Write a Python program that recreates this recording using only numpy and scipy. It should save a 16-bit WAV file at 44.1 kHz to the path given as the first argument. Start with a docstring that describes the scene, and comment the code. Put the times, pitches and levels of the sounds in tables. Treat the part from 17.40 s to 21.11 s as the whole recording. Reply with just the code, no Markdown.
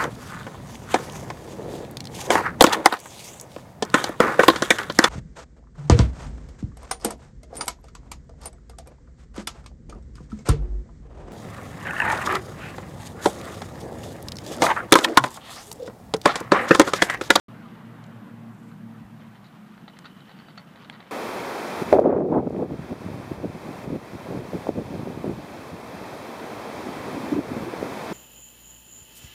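"""After a brief silence, traffic hiss and rumble, an engine drone from beyond a lawn and faint wheel grit start together.
The wheels of a small kick scooter on a concrete path fade until 1 s, then grow louder, with rattles, at the one
microphone. Shaped noise makes the traffic and the microphone's hiss; fuzzy sagging partials make the engine, random
grit the wheels, noise bands the bearings. Struck modes make the loose frame's rattles and the deck's slap;
clicks, low thumps and a soft swish join in."""
import sys
import numpy as np
from scipy import signal
from scipy.fft import rfft, irfft, next_fast_len
from scipy.io import wavfile
from scipy.ndimage import uniform_filter1d, map_coordinates

SR = 44100
rng = np.random.default_rng(int(sys.argv[2]) if len(sys.argv) > 2 else 0)


def int16_out(signal):
    """Quantize to a 16-bit WAV file."""
    q = np.round(np.clip(np.atleast_2d(signal).T, -1, 1) * 32767)
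    wavfile.write(sys.argv[1], SR, q.astype(np.int16))


def undo_db(level):
    """Turn decibels back into plain size, where 20 dB means ten times bigger."""
    steps = np.asarray(level, float) / 20
    return 10 ** steps


N = 163611  # length in samples


def unit(x):
    """Scale to rms 1."""
    return x / np.sqrt(np.mean(x ** 2) + 1e-20)


def curves(rows):
    """One value per sample for each column after the time."""
    s, *cols = np.transpose(rows)
    return [np.interp(np.arange(N) / SR, s, c) for c in cols]


def wobble(rate_hz):
    """A smooth random curve through rate_hz random knots a second."""
    knots = rng.standard_normal(int(N * rate_hz / SR) + 4)
    return map_coordinates(knots, [np.arange(N) * rate_hz / SR])


def coloured(x, points):
    """Shape the spectrum of x by (f/Hz, level/dB) points, joined on a log frequency axis; rms 1."""
    m = next_fast_len(N + 8192)
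    hz, level_db = np.transpose(points)
    bins_hz = np.fft.rfftfreq(m, 1 / SR)
    gain = undo_db(np.interp(np.log(bins_hz + 1), np.log(hz + 1), level_db))
    return unit(irfft(rfft(x, m) * gain, m)[:N])


def patchy(depth_db):
    """White noise with soft patches of random gain over time and frequency."""
    z = signal.stft(rng.standard_normal(N), nperseg=1024)[2]
    field = uniform_filter1d(rng.standard_normal(z.shape), size=5, axis=0)
    field = uniform_filter1d(field, size=4, axis=1)
    return signal.istft(z * undo_db(depth_db * unit(field)), nperseg=1024)[1][:N]


def flickering_band(rows, hz, width_hz):
    """A fuzzy band of noise around hz whose level flickers."""
    peak = [(hz + k * width_hz, -8 * abs(k)) for k in (-4, 0, 4)]
    level = undo_db(curves(rows)[0] + 2.6 * wobble(60))
    return level * coloured(rng.standard_normal(N), peak)


def add(out, s, sound):
    """Mix a sound in at s seconds."""
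    part = out[round(s * SR):][:len(sound)]
    part += sound[:len(part)]


# Spectrum of the microphone's own noise: f/Hz, level/dB per Hz
HISS_COLOUR = [(1000, 6.5), (5000, -1.5), (8000, -4), (16000, -5)]


def microphone_hiss():
    """Steady noise of the microphone itself."""
    return undo_db(-66) * coloured(rng.standard_normal(N), HISS_COLOUR)


# Traffic hiss from beyond the lawn: t/s, level/dB
ROAD = [(.1, -51), (.6, -51.5), (1.2, -54.5), (1.9, -56), (2.6, -58.5), (3.2, -58), (3.7, -53)]
# Its spectrum: f/Hz, level/dB per Hz
ROAD_COLOUR = [(200, -24), (330, -2.5), (700, 0), (1050, -0.5), (1600, -4.5), (2400, -12.5), (3500, -19),
               (4500, -27.5), (7000, -54)]


def traffic_hiss():
    """Tyre hiss: patchy noise that swells a little."""
    level = undo_db(curves(ROAD)[0] + 0.35 * wobble(2.6))
    return level * coloured(patchy(depth_db=2.0), ROAD_COLOUR)


# Traffic rumble from beyond the lawn: t/s, level/dB
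RUMBLE = [(.1, -44), (.8, -47.5), (1.6, -47.5), (2.1, -50), (2.7, -49), (3.3, -51), (3.55, -49.5),
          (3.7, -55.5)]
# Its spectrum: f/Hz, level/dB per Hz
RUMBLE_COLOUR = [(20, -53), (60, -20), (90, -18.5), (110, -8), (160, 0), (210, 0.5), (270, -7.5),
                 (350, -13), (450, -31.5), (600, -51.5)]


def traffic_rumble():
    """Broad low noise that swells a little, faster than the hiss."""
    level = undo_db(curves(RUMBLE)[0] + 0.8 * wobble(12))
    return level * coloured(patchy(depth_db=0.7), RUMBLE_COLOUR)


# Engine driving away: t/s, f/Hz of the base pitch, relative level/dB
DRONE = [(.1, 115, -48.5), (1.2, 114.4, -46), (1.8, 113.1, -47), (2.2, 107.6, -49), (2.55, 101.8, -51),
         (3.7, 94.5, -68)]
# Its partials: multiple of the base pitch, relative level/dB, t/s at which it has half faded
DRONE_LINES = [(1, -3, 2), (1.369, -5.5, 1.91), (1.74, -5.5, 2.6), (2, 1, 2.5), (2.5, -16, 2.5),
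               (4.08, -18, 1.7)]


def engine():
    """Fuzzy partials that sag in pitch and drop out as the vehicle leaves."""
    blur_hz, steady, fade_s = 15, 1.25, .15
    pitch_hz, level_db = curves(DRONE)
    phase = 2 * np.pi * np.cumsum(pitch_hz) / SR
    t, out = np.arange(N) / SR, 0
    for multiple, db, end_s in DRONE_LINES:
        # a steady part plus random drift of size and phase
        blur = steady + wobble(blur_hz) + 1j * wobble(blur_hz)
        partial = np.real(blur * np.exp(1j * multiple * phase))
        out = out + undo_db(db) * partial / (1 + np.exp((t - end_s) / fade_s * 4))
    return undo_db(level_db - 4.0) * out


# Soft high swish near the path: t/s, level/dB
SWISH = [(1.05, -92), (1.11, -76), (1.3, -75), (1.4, -89)]


def swish():
    """A soft flickering noise band, perhaps a shoe scuffing."""
    return flickering_band(SWISH, hz=7700, width_hz=1100)


# Low thumps at the microphone: t/s, level/dB scaling each pulse
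THUMPS = [(1.64, -47), (3.34, -58)]


def thumps():
    """Soft low pushes, shoe or wind puffs: a sine under a pulse that swells and dies."""
    hz, swell_s = 65, .008
    out, t = np.zeros(N), np.arange(SR // 8) / SR
    pulse = np.exp(1) * t / swell_s * np.exp(-t / swell_s)
    for s, db in THUMPS:
        add(out, s, undo_db(db) * pulse * np.sin(2 * np.pi * hz * t))
    return out


# Modes of the scooter's frame: f/Hz, relative level/dB, 60 dB decay t/s
FRAME = [(775, 11, 0.0071), (1263, 5.5, 0.013), (1490, 6.5, 0.016), (1896, 0.5, 0.02), (2138, 2, 0.011),
         (2640, -7.5, 0.016), (3085, 0.5, .012), (3525, -7, 0.021), (3926, 0.5, 0.013), (4397, -8, 0.022),
         (4670, -13, 0.024), (5500, -13, 0.0038), (6800, -7.5, 0.0029)]


def frame_ring(tilt_db):
    """One knock on the frame: decaying modes, newly weighted each time; tilt in dB per octave."""
    scatter_db, contact_s = 2.5, 0.00031
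    t, ring = np.arange(SR // 25) / SR, 0
    for k, (hz, db, t60) in enumerate(FRAME):
        start_db = db + tilt_db * np.log2(hz / 2500) + scatter_db * rng.standard_normal()
        ring = ring + (-1) ** k * undo_db(start_db - 60 * t / t60) * np.sin(2 * np.pi * hz * t)
    return ring * (1 - np.exp(-t / contact_s))  # softened by the contact


def rattle(peak_db, length_s, tilt_db):
    """A dense dying run of ticks in the loose joints, with a weaker after-shake, ringing the frame."""
    ticks_hz, after_db, after_s = 1700, -7.5, 0.017
    t = np.arange(SR // 12) / SR
    shake = np.exp(-(t / length_s) ** 2) + undo_db(after_db) * np.exp(-t / after_s)
    ticks = (rng.random(len(t)) < ticks_hz / SR) * rng.standard_normal(len(t)) * shake
    ticks[0] = 1.7  # the first knock
    sound = signal.fftconvolve(ticks, frame_ring(tilt_db))
    return undo_db(peak_db) * sound / np.abs(sound).max()


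# Whine of a wheel bearing: t/s, level/dB
WHINE = [(2.3, -85), (2.52, -70), (2.8, -63), (3.03, -65), (3.12, -72), (3.7, -73)]
# A higher bearing tone: t/s, level/dB
SIZZLE = [(2.8, -95), (2.9, -80), (3.1, -70), (3.13, -99)]


def bearings():
    """Two fuzzy wheel bearing tones, made of narrow noise bands."""
    return flickering_band(WHINE, hz=3000, width_hz=130) + flickering_band(SIZZLE, hz=4600, width_hz=130)


# Wheels on the concrete, fading until 1 s and then growing louder: t/s, level/dB
ROLL = [(.1, -60), (1, -74), (1.8, -63), (2.3, -62), (2.6, -58.5), (2.9, -58.5), (3.2, -57.5),
        (3.45, -55.5), (3.7, -59.5)]
# Spectrum of the grinding: f/Hz, level/dB per Hz
ROLL_COLOUR = [(250, -25), (400, -0.5), (700, -3), (1150, 0.5), (1600, -4.5), (2300, -6.5), (3300, -8.5),
               (4600, -18), (5300, -19.5), (9000, -43)]


def wheels():
    """Grit under hard wheels and small chance rattles, both following the rolling level."""
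    grit_hz, spread_db = 1500, 0.5  # mean grains a second; mean of their exponential spread
    loose_hz, loose_db = 60, 4.5  # chance rattles a second; mean peak over the rolling level
    present = rng.random(N) < grit_hz / SR
    size = undo_db(-spread_db * np.log(rng.random(N) + 1e-9))
    grit = present * size * rng.standard_normal(N)
    out = undo_db(2.6 * wobble(30.14)) * coloured(grit + 0.12 * patchy(depth_db=3.5), ROLL_COLOUR)
    for s in np.arange(0, N / SR, 1 / loose_hz):
        jitter, strength, tone = rng.standard_normal(3)
        knock = rattle(loose_db + 3 * strength, length_s=0.0015, tilt_db=-0.5 + 2.9 * tone)
        add(out, abs(s + jitter / loose_hz), knock)
    return undo_db(curves(ROLL)[0]) * out


# Hard single clicks: t/s, peak level/dB, centre f/Hz, octaves to each side, level/dB of the ring fed in
CLICKS = [(0.6405, -41, 4200, .75, -16), (.665, -53, 6900, .2, -18), (2.5893, -31.5, 2600, 1.75, -20)]


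def clicks():
    """Hard contacts: an impulse and dying noise, with a short ring of the frame, through one band."""
    t60_s = 0.024
    out, t = np.zeros(N), np.arange(SR // 25) / SR
    for s, db, hz, octaves, ring_db in CLICKS:
        edges_hz = np.clip([hz * 2 ** -octaves, hz * 2 ** octaves], 100, 20000)
        band = signal.butter(3, edges_hz, "band", fs=SR, output="sos")
        burst = 0.15 * undo_db(-60 * t / t60_s) * rng.standard_normal(len(t))
        burst[0] = -2
        crack = signal.sosfilt(band, burst + undo_db(ring_db) * frame_ring(tilt_db=-0.5))
        add(out, s, undo_db(db) * crack / np.abs(crack).max())
    return out


# Modes of the scooter's deck: f/Hz, relative level/dB, 60 dB decay t/s
DECK = [(830, -6, .022), (1620, -3, .016), (2150, 0, .008), (2650, -6, .006), (3300, 1, .011),
        (4100, -14, .008), (7500, -15, .007), (9000, -17, .005)]


def clack():
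    """The deck slaps once, hard: its short modes crest together just after contact."""
    start_s, peak_db, crest_s = 3.49865, -20.5, .00036
    out, t = np.zeros(N), np.arange(SR // 25) / SR
    ring = sum(undo_db(db - 60 * t / t60) * np.cos(2 * np.pi * hz * (t - crest_s)) for hz, db, t60 in DECK)
    ring = ring * np.clip(2 * t / crest_s, 0, 1)  # full halfway to the crest
    add(out, start_s, undo_db(peak_db) * ring / np.abs(ring).max())
    return out


# Rattles of the loose frame: t/s, peak level/dB, length t/s, tilt/dB per octave
RATTLES = [(.353, -42, 0.002, -2), (1.315, -42, .003, -1.5), (1.954, -40.5, .0026, -3),
           (2.042, -48, 0.035, 11), (2.377, -42.5, .0097, -2), (2.479, -32.5, .0025, -0.5),
           (2.485, -43.5, 0.0025, 11), (2.567, -42, .009, 0), (2.644, -36, 0.0056, 0.5),
           (2.654, -32, 0.012, 3.5), (2.805, -43, 0.0039, 3), (2.853, -51, 0.0048, 6),
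           (2.893, -38.5, 0.0015, 0.5), (2.904, -40.5, 0.0036, -3), (2.913, -38, 0.0088, -0.5),
           (2.988, -41, .003, 2), (2.998, -40, 0.0048, 1), (3.084, -35, 0.0042, -0.5),
           (3.104, -42.5, .004, 1.5), (3.176, -31, .005, 3.5), (3.358, -40, 0.0054, 0),
           (3.421, -47, .002, 7), (3.446, -38, .005, 1), (3.503, -48, 0.0048, 6), (3.527, -40, .03, 2),
           (3.603, -34, 0.0022, -0.2)]


def rattles():
    """Bumps in the path shake the scooter, and its loose joints ring the frame."""
    out = np.zeros(N)
    for s, db, length_s, tilt_db in RATTLES:
        add(out, s, rattle(db, length_s, tilt_db))
    return out


def scene():
    """Everything around the microphone, one channel."""
    background = traffic_hiss() + traffic_rumble() + engine()
    nearby = swish() + thumps()
    scooter = bearings() + wheels() + clicks() + clack() + rattles()
    return (background + nearby + scooter)[None]


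def low_pass(x):
    """Removes everything above the highest recorded frequency."""
    return signal.sosfilt(signal.butter(12, 15590, fs=SR, output="sos"), x)


def record(dry):
    """Adds the microphone's hiss, opens the sound abruptly and limits the band."""
    start_s, fade_s, top_hz = 0.083, 0.00082, 15400
    x = dry + microphone_hiss()
    gate = np.clip((np.arange(N) / SR - start_s) / fade_s, 0, 1)
    spectrum = rfft(x * gate) * (np.fft.rfftfreq(N, 1 / SR) < top_hz)
    return low_pass(irfft(spectrum, N))


dry = scene()
out = record(dry)
int16_out(out)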